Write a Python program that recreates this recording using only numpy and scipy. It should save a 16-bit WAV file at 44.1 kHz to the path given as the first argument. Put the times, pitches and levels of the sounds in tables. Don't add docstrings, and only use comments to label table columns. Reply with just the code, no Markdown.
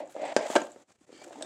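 import sys
import numpy as np
from scipy import signal
from scipy.fft import rfft, irfft
from scipy.io import wavfile
from scipy.ndimage import uniform_filter1d

SR = 44100
rng = np.random.default_rng(int(sys.argv[2]) if len(sys.argv) > 2 else 0)


def to_linear_factor(level_db):
    exponent = np.asarray(level_db, float) / 20
    return 10 ** exponent


def pcm_store(signal):
    levels = np.round(np.clip(np.atleast_2d(signal), -1, 1) * 32767)
    wavfile.write(sys.argv[1], SR, levels.astype(np.int16).T)


N = 63945

# pitch_hz, level_db (per Hz)
CRACK_SPECTRUM = [(880, -19.5), (1500, 4), (2130, -12), (3030, -8), (5670, -15), (6960, -12), (9510, -24.5),
                  (15500, -65)]
RUB_PER_S, RUB_SPREAD_DB = 11000, 2.5


def evened(x):
    return x / np.sqrt(np.mean(x ** 2) + 1e-20)


def read(points, hz):
    f, value = np.transpose(points)
    return np.interp(np.log(hz + 1), np.log(f + 1), value)


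def curve(table, column):
    points = np.array(table)
    return np.interp(np.arange(N) / SR, points[:, 0], points[:, column])


def colour(x, points):
    gain = to_linear_factor(read(points, np.fft.rfftfreq(len(x), 1 / SR)))
    return irfft(rfft(x) * gain, len(x))


def dull(x, top_hz):
    return signal.sosfilt(signal.butter(4, top_hz, fs=SR, output="sos"), x)


def smoothed_noise(noise, size):
    return evened(uniform_filter1d(uniform_filter1d(noise, size=size), size=size))


def ring(x, peaks):
    out = np.zeros(len(x))
    for hz, width, db in peaks:
        r = np.exp(-np.pi * abs(width) / SR)
        poles = [1, -2 * r * np.cos(2 * np.pi * hz / SR), r * r]
        out += to_linear_factor(db) * (1 - r) * signal.lfilter([1, 0, -1], poles, x)
    return evened(out)


def glide(x, peaks, factor):
    out = np.zeros(len(x))
    for hz, width, db in peaks:
        turn = np.exp(2j * np.pi * np.cumsum(hz * factor) / SR)
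        r = np.exp(-np.pi * abs(width) / SR)
        out += to_linear_factor(db) * (turn * signal.lfilter([(1 - r) ** 2], [1, -2 * r, r * r], x / turn)).real
    return evened(out)


def slips(rate, spread_db):
    u = rng.random(N)
    e = rng.exponential(1, N)
    sign = rng.choice([-1., 1.], N)
    return sign * (u < rate / SR) * to_linear_factor(spread_db * np.minimum(e, 4))


def add(mix, s, sound):
    part = mix[max(round(s * SR), 0):][:len(sound)]
    part += sound[:len(part)]


def room_air():
    # pitch_hz, level_db (per Hz)
    air_spectrum = [(24, -45), (60, -14), (150, -1.5), (294, -5), (1220, -14.5), (5050, -21.5),
                    (7520, -15.5), (15500, -48)]
    return to_linear_factor(-67) * evened(colour(rng.standard_normal(N), air_spectrum))


def drag():
    # start_s, level_db, board_db, grit_db, hollow_pitch_factor
    pulls = [(0, -32, -9.5, -15.5, 1.02), (.045, -43, -7, -16, 0.94), (.14, -59, -5, -21, 1.04),
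             (.152, -41.5, -6, -16.5, 0.92), (.245, -29.5, -10.5, -11.5, 1.05),
             (.325, -36, -7.5, -4.5, 1.04), (.363, -56, -1.5, -30.5, 1.3), (.375, -32, -3.5, -12, 1.2),
             (.47, -36.5, -15, -4, 1.11), (.497, -44.5, -23, -29, 1.25), (.545, -34.5, -4, -8, 1.05),
             (.59, -31.5, -16, -17, 1.01), (.735, -55.5, -8.5, -27.5, 0.965), (.8, -56, -2, -18, 1.04),
             (.98, -73.5, 0, -14.5, 0.97), (1.14, -59, 4, -3, 0.98), (1.28, -46, -5.5, -21.5, 0.98),
             (1.45, -46.5, 6, -11, 1.05)]
    # pitch_hz, width_hz, level_db
    hollow_modes = [(542.4, 58, 3), (600, 103, 6.5), (720, 167, 1), (838, 100, -9.5), (1088, 77, -14)]
    # pitch_hz, width_hz, level_db
    board_modes = [(212, 122, -9.5), (295.7, 47, 2), (340, 34, -13)]
    # pitch_hz, width_hz, level_db
    grit_modes = [(1690, 140, -5), (2000, 620, 10), (2480, 400, -12), (3240, 200, -5), (4420, 350, -17)]
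    slips_per_s, spread_db, soft_hz, grit_top_hz = 1400, 2.5, 1228, 5000

    push = slips(slips_per_s, spread_db)
    hollow = glide(np.gradient(dull(push, soft_hz)), hollow_modes, curve(pulls, column=4))
    board_push = dull(slips(slips_per_s, spread_db), soft_hz / 2)
    low = to_linear_factor(curve(pulls, column=2)) * ring(board_push, board_modes)
    grains = .15 * push + slips(RUB_PER_S, RUB_SPREAD_DB)
    grit = to_linear_factor(curve(pulls, column=3)) * ring(dull(grains, grit_top_hz), grit_modes)
    return to_linear_factor(curve(pulls, column=1) - 6) * (hollow + low + grit)


def rub():
    # start_s, level_db, sheen_db
    strokes = [(0, -58.5, -12), (.05, -87, -30), (.1, -67.5, -10.5), (.12, -66.5, -4), (.15, -67, -18),
               (.3, -53, -36), (.335, -62.5, -21), (.38, -58, -35), (.5, -48.5, -15), (.545, -47, -15),
               (.63, -61, -14), (.84, -74, -19.5), (.92, -71.5, -23), (1.06, -94, -24.5),
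               (1.14, -62.5, -30), (1.24, -59.5, -18), (1.29, -67, -17), (1.38, -59, -22)]
    # pitch_hz, level_db (per Hz)
    rustle_spectrum = [(710, -31.5), (1200, 0.5), (2120, -6), (3500, -7.5), (5430, -10), (7570, -3.5),
                       (9000, -14), (11500, -35.5)]
    # pitch_hz, level_db (per Hz)
    sheen_spectrum = [(7000, -29.5), (9500, 0.5), (15500, -12.5)]
    flicker_db = 3 * smoothed_noise(rng.standard_normal(N), size=250)
    rustle = evened(colour(slips(RUB_PER_S, RUB_SPREAD_DB), rustle_spectrum))
    sheen = evened(colour(rng.standard_normal(N), sheen_spectrum))
    tone = rustle + to_linear_factor(curve(strokes, column=2)) * sheen
    return to_linear_factor(curve(strokes, column=1) + 2.0 + flicker_db) * tone


def judders():
    # start_s, peak_db, pitch_hz, length_s
    shakes = [(.002, -30.5, 600, 0.01), (0.019, -37.5, 655, 0.022), (0.034, -34.5, 572, 0.012),
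              (0.049, -43.5, 600, 0.015), (0.065, -45, 593, 0.0058), (0.091, -46.5, 710, 0.0076),
              (0.104, -52, 620, 0.0033), (0.15, -34, 597, 0.0082), (0.193, -31, 600, 0.013),
              (0.202, -37, 552, 0.023), (0.23, -25, 630, 0.0061), (0.237, -28.5, 720, 0.012),
              (0.252, -29, 804, 0.0066), (.258, -29, 775, 0.0076), (0.284, -36, 573, 0.014),
              (0.3, -31, 654, 0.0059), (0.315, -30, 658, .009), (0.387, -24, 600, .008),
              (0.396, -31.5, 647, 0.0053), (.406, -27, 599, 0.0094), (0.424, -28, 593, 0.0056),
              (0.427, -32, 453, 0.0056), (.437, -29.5, 654, 0.0052), (0.456, -26.5, 640, 0.0075),
              (0.461, -31, 564, 0.0086), (0.474, -43, 630, 0.0098), (0.512, -35, 620, 0.007),
              (0.532, -30.5, 900, 0.0039), (0.572, -25.5, 655, 0.011), (.583, -24.5, 735, 0.0036),
              (0.588, -31, 524, 0.0057), (0.593, -37, 600, 0.0076), (.606, -46, 390, 0.0048),
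              (.627, -37, 600, 0.012), (.741, -56, 572, 0.0097), (.765, -48.5, 575, .016),
              (.341, -49, 630, .007), (1.009, -54.5, 298, 0.0099), (1.064, -67, 378, 0.013),
              (1.1, -47, 463, 0.0077), (1.141, -46.5, 304, .02), (1.229, -50, 360, .012),
              (1.245, -42.5, 335, 0.0089), (1.259, -46, 340, 0.026), (1.377, -44.5, 463, 0.017),
              (1.416, -37, 720, 0.0018), (1.424, -36.5, 600, 0.0088), (1.432, -47, 647, .006),
              (1.444, -47, 600, 0.0056), (.556, -20.5, 927, 0.011)]
    top_share, wobble = .4, .05
    out, t = np.zeros(N), np.arange(2500) / SR
    chance = rng.standard_normal((len(shakes), 2))
    for (s, db, hz, length), (bend, start) in zip(shakes, chance):
        u = t / (top_share * max(length, .002))
        turns = np.cumsum(hz * (1 + wobble * bend * np.tanh(u - 1))) / SR
        swell = (u * np.exp(1 - u)) ** 2
        add(out, s, to_linear_factor(db) * swell * np.sin(2 * np.pi * turns + 2 * start))
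    return out


def ticks():
    # start_s, peak_db, pitch_hz, ring_s (t60)
    snaps = [(.0573, -54, 7440, 0.018), (0.0742, -45, 7300, 0.015), (0.2517, -43, 7850, 0.038),
             (0.489, -44.5, 7700, 0.045), (0.553, -28.5, 8030, 0.046), (0.617, -37, 6930, 0.022),
             (0.654, -44.5, 8100, 0.015), (0.7183, -47, 7413, 0.046), (0.8208, -57, 6700, 0.025),
             (.8905, -66, 7240, 0.019), (1.002, -64, 9020, 0.014), (1.119, -54, 1800, 0.017),
             (1.128, -57, 4450, 0.022), (1.4238, -33, 8150, 0.025), (1.4237, -34.5, 3600, 0.036),
             (1.4239, -31.5, 5000, 0.01), (1.4236, -38.5, 6600, .015), (1.424, -36.5, 1650, .015)]
    out, t = np.zeros(N), np.arange(3000) / SR
    noise = rng.standard_normal((len(snaps), 3000))
    for (s, db, hz, t60), z in zip(snaps, noise):
        peak = [(hz, 1100, 0)]
        tone = ring(ring(z, peak), peak) + 0.25 * evened(colour(z, CRACK_SPECTRUM))
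        rise = np.minimum(t / 0.00055, 1)
        add(out, s, to_linear_factor(db - 2.5 - 60 * t / max(t60, .003)) * rise * tone)
    return out


def knocks():
    # start_s, peak_db, hollow_pitch_hz, thud_db, crack_db
    blows = [(0.1642, -25, 640, -18, -24), (0.219, -20.5, 720, -12, -56), (0.266, -27, 600, -27, -36),
             (0.3647, -6, 596, -16, -7.5), (0.5015, -18.5, 628, -3, -19), (0.5551, -11, 891, -17.5, -15),
             (0.5587, -11.5, 600, 4, -12.5), (.5619, -8.5, 600, -30, -9), (0.5649, -16.5, 600, 5.5, -8),
             (0.5674, -8.5, 607, -8.5, -16.5), (0.618, -25, 703, 6.5, -14.5), (0.761, -39, 480, 1, -17.5),
             (0.906, -52.5, 780, -6, -10.5), (1.0923, -42, 500, -1, -22.5), (1.127, -41, 488, 6, -29),
             (1.217, -39.5, 720, -16, -22), (1.222, -37, 710, -16, -20), (1.308, -35, 670, -26, -21.5),
             (1.323, -39, 670, -19, -18), (1.329, -38, 725, -27, -9), (1.357, -33.5, 860, -11, -33),
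             (1.4106, -29, 650, -12, -21)]
    # pitch_multiple, level_db, ring_s (t60)
    shell_modes = [(1.0, 3, 0.018), (1.38, -5.5, 0.013), (1.9, -17, 0.036), (2.6, -12.5, 0.023),
                   (3.7, -18.5, 0.018), (5.2, -23.5, 0.025)]
    thud_hz, thud_t60_s, crack_t60_s, knock_db = 340, 0.011, 0.03, -3.5
    hard_db = -12
    blow_s, softer_s_per_db = 0.00024, .000035
    contact_db, contact_s = 6, .00008

    out, t = np.zeros(N), np.arange(4000) / SR
    noise = rng.standard_normal((len(blows), 4000))
    for (s, db, hz, thud_db, crack_db), z in zip(blows, noise):
        body = to_linear_factor(thud_db - 60 * t / thud_t60_s) * np.sin(2 * np.pi * thud_hz * t)
        for k, mode_db, t60 in shell_modes:
            soft_db = 0.087 * (k - 1.0) * min(crack_db - hard_db, 0)
            body += to_linear_factor(mode_db + soft_db - 60 * t / t60) * np.sin(2 * np.pi * k * hz * t)
        u = t[:200] / (blow_s + softer_s_per_db * max(hard_db - crack_db, 0))
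        blow = np.sin(np.pi * np.minimum(u, 1)) ** 2
        body = np.convolve(body, blow / blow.sum())[:4000]
        rise = np.minimum(t / 0.00006, 1)
        crack = to_linear_factor(crack_db - 60 * t / crack_t60_s) * evened(colour(z, CRACK_SPECTRUM)) * rise
        tip = to_linear_factor(crack_db + contact_db) * np.exp(-((t - 3 * contact_s) / contact_s) ** 2)
        add(out, s, to_linear_factor(db + knock_db) * (crack - tip - body))
    return out


def room(x):
    # pitch_hz, t60_s
    decay = [(150, 0.22), (500, 0.35), (1500, 0.26), (5000, 0.25), (12000, .15)]
    taps = np.zeros(SR // 2)
    slots = np.arange(200, SR // 2 - 20, 20)
    taps[slots + rng.integers(0, 20, len(slots))] = 1
    taps *= rng.choice([-1., 1.], len(taps))
    hz, t, z = signal.stft(taps, SR, nperseg=256)
    fall = to_linear_factor(-60 * t / read(decay, hz)[:, None])
    tail = signal.istft(z * fall, SR, nperseg=256)[1]
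    return signal.fftconvolve(x, tail / np.linalg.norm(tail))[:N]


def squeak():
    # pitch_hz, width_hz, level_db
    lines = [(1800, 120, -2), (2310, 80, 0), (2900, 150, -4), (3220, 110, -1), (4400, 250, -2),
             (4950, 300, -4)]
    start_s, length_s, level_db, glide_share, patchy_db = 1.12, .135, -59, .05, 3
    u = (np.arange(N) / SR - start_s) / length_s
    swell = np.clip(u, 0, 1) ** 0.36 * np.clip((1 - u) / 0.087, 0, 1)
    out = np.zeros(N)
    for hz, width, db in lines:
        patch = smoothed_noise(rng.standard_normal(N), size=900)
        waver = smoothed_noise(rng.standard_normal(N), size=900)
        pitch = 1 + glide_share * (np.clip(u, 0, 1) - .5) + 0.016 * waver
        out += to_linear_factor(db + patchy_db * patch) * glide(rng.standard_normal(N), [(hz, width, 0)], pitch)
    return to_linear_factor(level_db) * swell * evened(out)


def scene():
    hits = knocks() + ticks()
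    moving = drag() + rub() + judders() + hits + to_linear_factor(-12) * room(hits) + squeak()
    low_cut = signal.butter(4, 235, "high", fs=SR, output="sos")
    return (signal.sosfilt(low_cut, moving) + room_air())[None]


def roll_off(x):
    return signal.sosfilt(signal.butter(12, 15980, fs=SR, output="sos"), x)


def record(dry):
    # middle_s, half_length_s, gain_db
    gate_moves = [
        (0.327, 0.0046, 4),
        (0.86, 0.023, -15.5),
        (.94, 0.014, -8.5),
        (0.975, 0.013, -13),
        (0.999, 0.0087, -8),
        (1.06, 0.0065, -13.5),
    ]
    t = np.arange(N) / SR
    gate_db = sum(db * np.exp(-((t - s) / half) ** 4) for s, half, db in gate_moves)
    band_limit = signal.firwin(511, 15950, window=("kaiser", 9), fs=SR)
    mix = signal.oaconvolve(dry * to_linear_factor(gate_db), band_limit[None], "same")
    return roll_off(mix)


dry = scene()
out = record(dry)
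pcm_store(out)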